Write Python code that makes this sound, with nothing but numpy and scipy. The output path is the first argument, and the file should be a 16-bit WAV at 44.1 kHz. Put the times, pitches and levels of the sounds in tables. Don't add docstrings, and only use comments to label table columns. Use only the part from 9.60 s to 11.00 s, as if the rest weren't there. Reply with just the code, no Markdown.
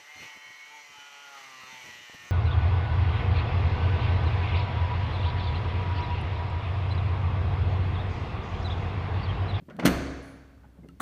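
import sys
import numpy as np
from scipy import signal
from scipy.io import wavfile

SR = 44100
rng = np.random.default_rng(int(sys.argv[2]) if len(sys.argv) > 2 else 0)


def to_wav(s):
    ch = np.atleast_2d(s).T
    pcm = np.round(np.clip(ch, -1, 1) * 32767)
    wavfile.write(sys.argv[1], SR, pcm.astype(np.int16))


N = 61739


def amp(db):
    return 10 ** (np.asarray(db) / 20)


def fade(t, t60):
    return (t >= 0) * amp(-60 * np.maximum(t, 0) / t60)


def ring(x, hz, t60):
    r, w = amp(-60 / (t60 * SR)), 2 * np.pi * hz / SR
    return signal.lfilter([0, np.sin(w)], [1, -2 * r * np.cos(w), r * r], x + 1e-18)


def resonate(x, hz, width_hz):
    r, w = np.exp(-np.pi * width_hz / SR), 2 * np.pi * hz / SR
    return signal.lfilter(np.array([1, 0, -1]) * (1 - r * r) / 2, [1, -2 * r * np.cos(w), r * r], x)


def soften(x, hz):
    r = np.exp(-2 * np.pi * hz / SR)
    return signal.lfilter([(1 - r) ** 2], [1, -2 * r, r * r], x)


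def roll_off(x, kind, hz):
    return signal.sosfilt(signal.butter(2, hz, kind, fs=SR, output="sos"), x)


def linger(power, t60):
    r = amp(-120 / (t60 * SR))
    return signal.lfilter([1 - r], [1, -r], power)


def third_octaves():
    edges = 22 * 2 ** np.arange(0, 9.7, 1 / 3)
    white = rng.standard_normal((2, N + SR // 2))
    for k, (low, high) in enumerate(zip(edges, edges[1:])):
        sos = signal.butter(2, [low, high], "band", fs=SR, output="sos")
        yield np.sqrt(low * high), sos, signal.sosfilt(sos, white[k % 2])[SR // 2:]


def at_hz(table, hz, column):
    table = np.array(table)
    return np.interp(np.log(hz), np.log(table[:, 0]), table[:, column])


# (frequency [Hz], relative spectral density [dB])
BACKGROUND_SPECTRUM = [(20, -21), (60, -2.5), (120, -5.5), (290, -12), (600, -30.5), (1500, -36),
                       (3000, -38), (6000, -45), (15500, -47.5)]

def background(level_db=-57):
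    noise = sum(amp(at_hz(BACKGROUND_SPECTRUM, hz, 1)) * band for hz, _, band in third_octaves())
    return amp(level_db) * noise / noise.std()


def hiss(start_s=.621, rise_s=.004, hold_s=.07, centre_hz=9750, level_db=-67.5):
    t = np.arange(N) / SR - start_s
    noise = resonate(rng.standard_normal(N), centre_hz, width_hz=840)
    noise = roll_off(noise, "high", .53 * centre_hz)
    envelope = np.clip(t / rise_s, 0, 1) * fade(np.maximum(t - hold_s, 0), t60=.39)
    return amp(level_db) * envelope * noise / noise.std()


# (frequency [Hz], level [dB], T60 [s], build-up time [s])
ROOM_MODES = [(36.4, -32.5, 0.73, 0.046), (67.3, -18.5, 0.74, 0.089), (63.9, -45.5, 7.2, 0.073),
              (272.6, -25.5, 1.22, 0.1184)]

def room_boom(slam_s=.2525):
    t = np.maximum(np.arange(N) / SR - slam_s, 0)
    return sum(amp(db) * (1 - np.exp(-t / build)) * fade(t, t60) * np.sin(2 * np.pi * hz * t)
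               for hz, db, t60, build in ROOM_MODES)


# (frequency [Hz], energy relative to the direct sound [dB], T60 [s])
DIFFUSE_FIELD = [(98.5, -1, 1.47), (208.4, -11, 0.93), (400, -2, 1.09), (820, -3.5, 1.276),
                 (1550, -4, 1.25), (3050, -8.5, 1.075), (5926, -11, 1.12), (9310, -14, 0.7),
                 (14100, -7.5, 0.24)]
# (frequency [Hz], bandwidth [Hz], gain [dB])
TAIL_COLOUR = [(1524, 130, -9), (2370, 300, -8.5), (4440, 350, 2), (6200, 530, 3), (8500, 500, -3)]

def reverberation(direct, swell_s=.0033):
    tail = 0
    for hz, sos, noise in third_octaves():
        power = signal.sosfilt(sos, direct + 1e-12) ** 2
        power = linger(power, swell_s * np.log(1e6))
        power = linger(power, t60=at_hz(DIFFUSE_FIELD, hz, 2))
        tail = tail + amp(at_hz(DIFFUSE_FIELD, hz, 1)) * np.sqrt(power) * noise / noise.std()
    return tail + sum(amp(db) * resonate(tail, hz, width) for hz, width, db in TAIL_COLOUR)


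# (time [s], duration [s], level [dB], centre frequency [Hz], bandwidth [Hz])
HAND_RUBS = [(.005, 0.04, -48, 176, 94.2), (0.105, 0.11, -41.5, 188, 56), (1.034, 0.041, -63, 216, 120.7),
             (1.15, 0.065, -62.5, 531, 391), (1.175, 0.08, -48.5, 138, 69.3),
             (1.223, 0.057, -52, 248.6, 250), (1.273, 0.097, -49.5, 186, 77)]

def hand_rubs():
    out, t = 0, np.arange(N) / SR
    for start, duration, db, hz, width in HAND_RUBS:
        noise = resonate(rng.standard_normal(N), hz, width)
        noise = resonate(noise, hz, width)
        swell = np.sin(np.pi * np.clip((t - start) / duration, 0, 1))
        out = out + amp(db) * swell * noise / noise.std()
    return out


# (time [s], level [dB], frequency [Hz], T60 [s])
SETTLING_TICKS = [(1.043, -50, 842, 0.042), (1.2341, -62, 2100, .11), (1.2864, -56.5, 2824, 0.047),
                  (1.292, -52, 1310, 0.056)]

def settling_ticks():
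    t = np.arange(N) / SR
    return sum(amp(db) * fade(t - start, t60) * np.sin(2 * np.pi * hz * (t - start))
               for start, db, hz, t60 in SETTLING_TICKS)


# (time [s], excitation level [dB], cutoff frequency [Hz], T60 [s])
LEVER_CONTACTS = [(.087, -32, 550, 0.059), (.099, -42, 2800, 0.032), (.106, -34.5, 1200, 0.047),
                  (.166, -46, 15450, 0.0086), (.189, -24.5, 953, 0.091), (0.1953, -31, 3500, 0.062),
                  (0.1992, -24, 2500, 0.012), (.208, -38, 900, 0.035), (0.223, -28, 1000, 0.18),
                  (0.2312, -30.5, 1500, 0.12), (.240, -48, 1200, 0.055), (0.2498, -26, 5900, 0.036),
                  (0.2545, -18.5, 12000, 0.06), (.2600, -15.5, 9000, 0.015), (0.264, -15.5, 5000, 0.026),
                  (0.2743, -23, 9000, 0.038), (.281, -18.5, 2000, .04), (1.033, -54, 1200, 0.057),
                  (1.042, -54.5, 1170, 0.058), (1.05, -48.5, 1000, 0.055), (1.153, -52, 571, 0.098),
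                  (1.183, -54, 606, .06), (1.234, -60, 574, 0.13), (1.2868, -42.5, 10000, 0.0083)]
# (frequency [Hz], bandwidth [Hz], gain [dB])
LEVER_RESONANCES = [(581, 150, 9.5), (940, 560, 6), (1440, 190, 7.5), (1920, 550, 5), (2872, 500, 0),
                    (4210, 170, 0), (5860, 410, -1), (8380, 1100, -7.5), (9300, 300, -11),
                    (13000, 2390, -5)]

def lever_clicks(rise_s=.0008, broadband_db=-5):
    bursts, t = np.zeros(N), np.arange(3000) / SR
    for start, db, cutoff_hz, t60 in LEVER_CONTACTS:
        i = int(start * SR)
        envelope = amp(db) * fade(t, t60) * (1 - np.exp(-t / rise_s))
        bursts[i:i + t.size] += roll_off(envelope * rng.standard_normal(t.size), "low", cutoff_hz)
    bursts = roll_off(bursts, "high", 310)
    ringing = sum(amp(db) * resonate(bursts, hz, width) for hz, width, db in LEVER_RESONANCES)
    return amp(broadband_db) * bursts + ringing


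# (time [s], impulse level [dB], cutoff [Hz])
LEVER_IMPACTS = [(0.084, -34.5, 421), (.093, -38.5, 491), (0.187, -29.5, 608), (.196, -25.5, 1612),
                 (0.208, -29.5, 516), (.224, -27.5, 498), (.236, -17.5, 293.7), (.246, -14.5, 295.4),
                 (0.2528, -7, 700), (0.261, -15.5, 1470), (0.274, -10, 603), (1.037, -55.5, 900),
                 (1.187, -35, 153.4), (1.233, -36, 202), (1.246, -33, 251.5), (1.286, -35.5, 255)]
# (frequency [Hz], gain [dB], T60 [s])
HOUSING_MODES = [(134.5, -16.5, 0.074), (181, -7.5, 0.2), (234.4, -9, .08), (270, -5, 0.11),
                 (322.9, -7.5, 0.072), (442, -12, 0.091), (502, -10.5, 0.035), (538.6, -15, 0.11),
                 (607, -23, 0.043), (1080, -12.5, .03)]

def housing_knocks(radiates_above_hz=170.6):
    force, impulse = np.zeros(N), signal.unit_impulse(1000)
    for start, db, cutoff_hz in LEVER_IMPACTS:
        i = int(start * SR)
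        force[i:i + impulse.size] += soften(amp(db) * impulse, cutoff_hz)
    vibration = sum(amp(db) * ring(force, hz, t60) for hz, db, t60 in HOUSING_MODES)
    return roll_off(vibration, "high", radiates_above_hz)


def scene():
    direct = housing_knocks() + lever_clicks()
    room = reverberation(direct) + room_boom()
    return (direct + room + hand_rubs() + settling_ticks() + hiss() + background())[None]


def record(dry, low_cut_hz=27, high_cut_hz=15500):
    steep_low_pass = signal.ellip(12, .5, 75, high_cut_hz, fs=SR, output="sos")
    return signal.sosfilt(steep_low_pass, roll_off(dry, "high", low_cut_hz))


dry = scene()
out = record(dry)
to_wav(out)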